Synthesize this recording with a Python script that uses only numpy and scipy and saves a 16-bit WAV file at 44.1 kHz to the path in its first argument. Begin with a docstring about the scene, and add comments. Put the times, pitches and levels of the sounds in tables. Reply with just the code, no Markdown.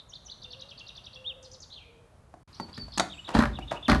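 """A finch sings over a quiet field while an animal hoots far off; a first soft footfall sounds. After a brief
gap the scene changes: the microphone stands in a yard with two more songbirds. A led horse clops over hard
ground, then sets its front hooves on a trailer ramp. Each blow rings the ramp's panel, makes the box behind it
boom and sets hinges and fittings rattling."""
import sys
import numpy as np
from scipy import signal
from scipy.fft import rfft, irfft
from scipy.io import wavfile
from scipy.ndimage import uniform_filter1d

SR = 44100
rng = np.random.default_rng(int(sys.argv[2]) if len(sys.argv) > 2 else 0)


def inscribe(sig):
    """Save sig as 16-bit PCM at rate SR to the path in sys.argv[1].

    A 1-D sig is mono; a 2-D sig holds one channel per row.
    Samples are clipped to [-1, 1] before scaling.
    """
    pcm = np.round(np.clip(np.atleast_2d(sig).T, -1, 1) * 32767)
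    wavfile.write(sys.argv[1], SR, pcm.astype(np.int16))


N = 176400
T = np.arange(N) / SR
RING_T = T[:SR]  # one second for a blow to die away

# Noisy decays. Each row: frequency in Hz, relative level in dB, t60 in seconds.
CRACK = [(300, 4.5, 0.025), (1510, 10.5, 0.03), (2350, -6.5, 0.071), (3960, 0.5, 0.046), (7400, -14, 0.021),
         (11700, -25.5, .025)]  # a hard hit on the ramp or its fittings
TRAILER = [(99, 8, 0.25), (250, -7.5, 0.58), (448, -0.5, 0.7), (1290, -2.5, 0.32), (4520, 3.5, 0.29)]  # reverberation inside the trailer
TREES = [(400, 7, 0.13), (2480, 3, 0.75), (4100, -2.5, 0.65), (8700, 5.5, 0.56)]  # reflections from the trees


def ramp(crunch_db=4, thump_t60_s=0.037):
    """Each step flexes the ramp with a thump and rings the panel and the box; the trailer reverberates."""
    # Each row: start in seconds, levels of boom, panel, crack and thump in dB, thump pitch in Hz.
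    blows = [(2.779, -55, -46, -41.5, -24.5, 127), (2.826, -37, -52, -62, -30, 71.6),
             (3.349, -18, -18, -24, -14.5, 232), (3.389, -40, -17.5, -24.5, -7, 254),
             (3.882, -46, -28.5, -24.5, -30, 298), (3.886, -24.5, -22.5, -39, -22, 261),
             (3.898, -16, -19.5, -16.5, -14, 258), (3.922, -22, -18, -42, -22, 188),
             (3.973, -20, -29, -44, -15, 161)]
    # Modes of the ramp and the trailer's box. Each row: frequency in Hz, level in dB, t60 in seconds.
    panel_modes = [(137.3, -9.5, 0.26), (170.4, -8.5, 0.16), (199.7, -4.5, 0.18), (224.4, 1, 0.18),
                   (251, -2, 0.19), (289, -12, 0.29), (346.6, -10, 0.14), (581, -17, 0.3)]
    box_modes = [(50.17, -11.5, 1), (56.6, -5.5, 0.9), (78.7, -14, 1), (126.7, -13.5, 0.91)]
    hits, low = np.zeros(N), np.zeros(N)
    for start, boom_db, panel_db, crack_db, thump_db, thump_hz in blows:
        boom = amp(boom_db) * ring(box_modes, scatter=0.0079)
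        thump = ring([(thump_hz, thump_db, thump_t60_s)])
        add(low, start, (boom + thump) * loading(rise_s=0.0057))
        panel = amp(panel_db) * ring(panel_modes) * loading(rise_s=0.0036)
        crack = amp(crack_db) * decay(CRACK) * amp(crunch_db * walk(730, SR))
        add(hits, start, panel + crack)
    return low + echo(hits, TRAILER, wet_db=-2)


def fittings(width_octaves=0.59, knock_t60_s=0.021, board_db=-20.5, board_t60_s=0.15, crack_db=-13.5):
    """Loose hinges and fittings knock; every knock rings the boards in its own mix of modes."""
    # Each row: start in seconds, level in dB, centre of the knock in Hz.
    rattles = [(3.351, -16, 930), (3.368, -18.5, 1150), (3.391, -19, 790), (3.404, -18, 1390),
               (3.413, -25, 1140), (3.424, -18.5, 1290), (3.437, -18.5, 1390), (3.456, -24, 1350),
               (3.887, -12, 980), (3.894, -18, 1050), (3.9124, -15, 1370), (3.918, -16.5, 1460),
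               (3.930, -17, 1190), (3.948, -19.5, 1240), (3.956, -21, 930)]
    # The boards' mode frequencies in Hz.
    board_modes = [616, 649, 765, 1030, 1155, 1300, 1465, 1630, 1736, 1870]
    out, octave = np.zeros(N), log_hz(SR)
    for start, db, centre_hz in rattles:
        band = np.exp(-((octave - np.log2(centre_hz)) / width_octaves) ** 2)
        knock = irfft(rfft(rng.standard_normal(SR)) * band, SR)
        knock = knock / knock.std() * fade(knock_t60_s)
        wood = sum(rng.standard_normal() * ring([(hz, board_db, board_t60_s)], scatter=.004)
                   for hz in board_modes)
        add(out, start, amp(db) * (knock + wood + amp(crack_db) * decay(CRACK)))
    return echo(out, TRAILER, wet_db=-8.5)


def ground_steps(grain_db=4, crunch_db=4, hollow_low_hz=600):
    """Each contact crunches, rings the hollow hoof and thuds; dragged feet grind grit; the yard echoes."""
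    # Hooves and boots. Each row: start in seconds, hollow pitch in Hz, clop, crack and thud in dB.
    contacts = [(2.34, 712, -36.5, -56.5, -50), (2.599, 912, -25, -36.5, -29),
                (2.777, 1804, -39, -44, -31.5), (2.882, 656, -40.5, -51, -63),
                (2.975, 835, -29.5, -24, -26.5), (2.98, 860, -29, -23, -64), (2.996, 716, -17, -14.5, -29),
                (3.005, 753, -14, -33, -40), (3.588, 752, -27, -46, -34), (3.718, 649.4, -17.5, -56, -31.5)]
    # The hoof capsule's modes. Each row: ratio to the hollow pitch, level in dB, t60 in seconds.
    hoof_modes = [(1, 0, 0.034), (1.2, -8.5, .03), (1.48, -10, .025), (2.1, -20, 0.045)]
    # Struck ground and the yard's echo. Each row: frequency in Hz, relative level in dB, t60 in seconds.
    crack_bands = [(455, -12, 0.031), (830, 1, 0.03), (1700, 6.5, 0.026), (2740, -6, 0.026),
                   (4250, 1.5, 0.028), (7700, -5.5, 0.032), (10900, -19.5, 0.026)]
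    thud_bands = [(50, -3, 0.06), (129.8, -4, 0.17), (281, 10.5, 0.042), (440, -12.5, 0.1),
                  (1500, -30.5, 0.037)]
    yard_echo = [(151, -2.5, 0.53), (442, 3, 0.41), (870, 5, 0.28), (4940, -4.5, 0.29)]
    # Dragged feet. Each row: start in seconds, length in seconds, level in dB.
    scuffs = [(2.68, 0.046, -53.5), (3.276, 0.062, -37), (3.338, 0.11, -31), (3.708, 0.066, -36.5)]
    # Grinding grit. Each row: frequency in Hz, relative level in dB.
    grit_colour = [(450, -1), (900, 2.5), (2500, -11.5), (7500, -23), (11500, -35)]
    ground, clops = np.zeros(N), np.zeros(N)
    for start, hz, clop_db, crack_db, thud_db in contacts:
        add(clops, start, amp(clop_db) * ring([(hz * ratio, db, t60) for ratio, db, t60 in hoof_modes]))
        crack = amp(crack_db) * decay(crack_bands) * amp(crunch_db * walk(760, SR))
        thud = amp(thud_db) * decay(thud_bands)
        add(ground, start, loading(rise_s=0.002) * (crack + thud))
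    for start, length, db in scuffs:
        drag = loading(rise_s=0.0053) * np.exp(-2 * (RING_T / length) ** 2)
        grit = noise(grit_colour, SR) * amp(grain_db * walk(574, SR))
        add(ground, start, amp(db) * drag * grit)
    clops = signal.sosfilt(signal.butter(3, hollow_low_hz, "high", fs=SR, output="sos"), clops)
    return echo(ground, yard_echo, wet_db=-9) + echo(clops, yard_echo, wet_db=-17)


def finch(clear=0.027, trilled=0.045, buzzy=0.11):
    """Slurs, a trill, an arched note and a buzzy ending whose last low note lingers in the trees."""
    # Syllable shapes. Each row: time in milliseconds, pitch in Hz, relative level in dB.
    slur = [(0, 7200, -24.5), (18.17, 6000, -6), (30.3, 5400, -16), (31.7, 3900, -30), (34.8, 2950, -15),
            (46.7, 3150, -12.5), (52, 3600, 6.5), (58.7, 5200, -20), (73.3, 4100, 3.5), (83.1, 3160, -10.5)]
    trill = [(0, 4700, -12), (6.8, 4400, -9), (11.96, 3500, -7), (19.97, 6300, -15), (26.6, 3400, -8),
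             (30.77, 3710, 2), (37.6, 2650, -16.5), (44.8, 2800, -12), (51.7, 3030, -20)]
    arch = [(0, 2600, -19), (20.3, 3350, -6), (35.4, 3650, -2), (50.6, 3640, -4.5), (65.9, 3000, -5.5),
            (86, 2500, -21)]
    flick = [(0, 7500, -10), (5.04, 5600, -7.5), (12.1, 6700, -19), (19.8, 5800, -7), (37.8, 4100, -8),
             (42.3, 2900, -15)]
    rasp = [(0, 3600, -12.5), (24.8, 4100, -1.5), (53.4, 4100, -2.5)]
    fall = [(0, 2900, -17), (8.3, 3700, -1), (22.3, 3400, -3.5), (33.1, 3050, -2), (42, 2700, -18)]
    low_note = [(0, 2600, -0.18), (42.3, 2280, -2)]
    # When each shape is sung. Each row: start in seconds, level in dB.
    slurs = [(-.074, -40), (0.086, -41.5), (0.248, -39.5)]
    trills = [(.417, -36), (.505, -35.5), (0.593, -39), (0.686, -39.5), (.775, -38.5), (.863, -38.5),
              (.950, -39), (1.039, -39), (1.130, -39.5)]
    arches = [(1.241, -30)]
    flicks = [(1.426, -41), (1.514, -41.5), (1.602, -39.5)]
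    rasps = [(1.70, -44)]
    falls = [(1.755, -42)]
    low_notes = [(1.796, -61)]
    song = sing(slur, slurs, warble=clear)
    song += sing(trill, trills, warble=trilled, sag_per_s=0.0357)
    song += sing(flick, flicks, warble=buzzy, blur_db=-3)
    song += sing(rasp, rasps, warble=buzzy)
    song += sing(fall, falls, warble=trilled)
    arched = sing(arch, arches, warble=0.011, blur_db=-16)
    song = echo(song, TREES, wet_db=-2.5) + echo(arched, TREES, wet_db=-11)
    return song + echo(sing(low_note, low_notes, warble=trilled), TREES, wet_db=9)


def hedge_birds():
    """One bird twitters into a sinking whistle; another repeats a double chip; a thin note sounds high."""
    # Syllable shapes. Each row: time in milliseconds, pitch in Hz, relative level in dB.
    twitter = [(0, 5000, -3.5), (12.84, 3400, -11), (20.8, 5400, -1.5), (30, 3200, -13), (42.2, 4700, -1),
               (48, 5200, -9), (59.2, 4300, -10)]
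    whistle = [(0, 4660, -18), (15, 4630, -6), (32, 4570, 0), (58, 4470, -8), (68, 4420, -24)]
    chip = [(0, 3400, -12), (7.94, 3750, -2.5), (17.3, 3250, -13), (28.3, 3800, -0.5), (36.06, 3400, -6),
            (46.15, 2850, -8.5), (67.5, 1900, -36), (85.3, 2550, -10.5), (95.7, 2900, -6.5),
            (101.5, 2970, -2), (110.4, 2880, -26)]
    thin_note = [(0, 7500, -2), (115, 7280, -2)]
    # When each shape is sung. Each row: start in seconds, level in dB.
    twitters = [(2.528, -49), (2.728, -44.5), (2.92, -41.5)]
    whistles = [(2.593, -41), (2.786, -36), (2.981, -41.5)]
    chips = [(3.096, -37.5), (3.243, -40), (3.53, -38.5), (3.675, -38), (3.825, -36.5)]
    thin_notes = [(3.124, -62)]
    song = sing(twitter, twitters, warble=0.06, blur_db=1)
    song += sing(whistle, whistles, warble=0.004, blur_db=-15, scatter=0.0021)
    song += sing(chip, chips, warble=0.027, blur_db=-5.5)
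    song += sing(thin_note, thin_notes, warble=0.027)
    return echo(song, TREES, wet_db=-4)


def sing(shape, syllables, warble, sag_per_s=0, blur_db=-7, scatter=0.01247, flutter_db=2, blur_s=.012):
    """A fluttering tone repeats a syllable, never quite alike; deep warble makes it rasp."""
    ms, hz, db = np.array(shape).T
    at, out = ms / 1000, np.zeros(N)
    t = T[:int(at[-1] * SR)]
    for start, level_db in syllables:
        waver = warble * walk(1100, len(t))
        detune = scatter * rng.standard_normal() - sag_per_s * (start - syllables[0][0])
        pitch = np.interp(t, at, hz) * (1 + waver + detune)
        loudness = amp(level_db + np.interp(t, at, db) + flutter_db * walk(326.6, len(t)))
        note = loudness * signal.windows.tukey(len(t), .06) * np.sin(2 * np.pi * np.cumsum(pitch) / SR)
        leaves = rng.standard_normal(SR) * np.exp(-RING_T / blur_s)  # nearby leaves blur the note
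        add(out, start, note)
        add(out, start, amp(blur_db) * signal.fftconvolve(note, leaves / np.linalg.norm(leaves)))
    return out


def far_animal(bend=0.0516, waver=0.035):
    """Soft hoots from beyond the field; each swells, arches in pitch and wavers."""
    # Each row: start and length in seconds, first and last pitch in Hz before the bend, level in dB.
    hoots = [(.43, 0.32, 486.4, 566, -58), (1.10, 0.53, 519, 519.6, -55.5), (1.83, 0.255, 498, 446, -60.5)]
    out = np.zeros(N)
    for start, length, from_hz, to_hz, db in hoots:
        n = int(length * SR)
        swell = signal.windows.tukey(n, .35)
        pitch = np.linspace(from_hz, to_hz, n) * (1 - bend * (1 - swell) + waver * walk(70, n))
        add(out, start, amp(db) * swell * np.sin(2 * np.pi * np.cumsum(pitch) / SR))
    return echo(out, TREES, wet_db=-2.5)


def distant_rush():
    """A faint midrange rush rises and sinks far across the field."""
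    # Each row: frequency in Hz, relative level in dB.
    rush_colour = [(200, -25), (600, -5), (1200, -3.5), (2200, -15.5), (8000, -28)]
    # Each row: time in seconds, level in dB.
    rush_levels = [(0, -67.5), (.7, -65), (1.4, -66), (2.4, -72.5)]
    return noise(rush_colour, N) * amp(np.interp(T, *np.array(rush_levels).T))


def air(colour, db, swell_db=0.5):
    """Gently swelling outdoor background."""
    return noise(colour, N) * amp(db - swell_db * walk(19, N))


def amp(db):
    """Decibels to gain."""
    return 10 ** (np.asarray(db) / 20)


def add(track, start, sound):
    """Mix a sound into a track at a time in seconds."""
    i = int(round(start * SR))
    sound, i = sound[max(-i, 0):], max(i, 0)
    track[i:i + len(sound)] += sound[:max(N - i, 0)]


def log_hz(size):
    """Octave position of each spectral bin."""
    return np.log2(np.maximum(np.fft.rfftfreq(size, 1 / SR), 1))


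def noise(colour, size):
    """Noise of unit level, coloured by rows of frequency in Hz and level in dB."""
    hz, db = np.array(colour).T[:2]
    gain = amp(np.interp(log_hz(size), np.log2(hz), db))
    x = irfft(rfft(rng.standard_normal(size)) * gain, size)
    return x / x.std()


def walk(rate_hz, size):
    """Smooth random wandering with a spread near one."""
    steps = rng.standard_normal(4096)
    return np.interp(T[:size] * rate_hz, np.arange(len(steps)), steps)


def loading(rise_s):
    """Weight comes onto a foot over a few milliseconds."""
    return np.minimum(RING_T / rise_s, 1)


def fade(t60):
    """Exponential die-away, 60 dB down after t60 seconds."""
    return np.exp(-np.log(1000) * RING_T / t60)


def decay(bands):
    """A noise burst in which each band dies at its own rate."""
    hz, _, t60s = np.array(bands).T
    spectrum, octave = rfft(noise(bands, SR)), log_hz(SR)
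    shares = [np.interp(octave, np.log2(hz), peak) for peak in np.eye(len(hz))]
    return sum(irfft(spectrum * share, SR) * fade(t60) for share, t60 in zip(shares, t60s))


def ring(modes, scatter=0.0198):
    """Damped modes, slightly detuned by where the blow lands."""
    out = np.zeros(SR)
    for hz, db, t60 in modes:
        pitch = hz * (1 + scatter * rng.standard_normal())
        out += amp(db) * fade(t60) * np.sin(2 * np.pi * pitch * RING_T)
    return out


def echo(x, space, wet_db, build_s=0.0019):
    """A sound plus the diffuse reflections of a space."""
    tail = decay(space) * (1 - np.exp(-RING_T / build_s))
    return x + amp(wet_db) * signal.fftconvolve(x, tail / np.linalg.norm(tail))[:N]


def scene(field_ends_s=2.432, yard_starts_s=2.476):
    """The field, then, after a brief gap, the scene changes to the yard."""
    # The open air at each place. Each row: frequency in Hz, relative level in dB.
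    field_air = [(15, -29), (25, -2), (59, 5), (101, 4), (331, -12), (600, -8.5), (2680, -30),
                 (11100, -34.5), (15600, -69)]
    yard_air = [(25, -3), (90, 8), (250, -7), (480, -15.5), (1100, -9.5), (2000, -19), (3500, -19.5),
                (7500, -28.5), (12000, -33)]
    steps = ground_steps()
    field = distant_rush() + finch() + far_animal() + air(field_air, db=-57) + steps
    yard = hedge_birds() + air(yard_air, db=-53.5) + steps + ramp() + fittings()
    in_field = uniform_filter1d((T < field_ends_s).astype(float), size=64)
    in_yard = uniform_filter1d((T > yard_starts_s).astype(float), size=64)
    return (field * in_field + yard * in_yard + air(field_air, db=-98))[None]


def record(dry, bottom_hz=36, top_hz=11700):
    """The microphone drops the deepest bass and the top."""
    dry = signal.sosfilt(signal.butter(3, bottom_hz, "high", fs=SR, output="sos"), dry)
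    return signal.sosfilt(signal.ellip(8, .2, 70, top_hz, fs=SR, output="sos"), dry)


dry = scene()
out = record(dry)
inscribe(out)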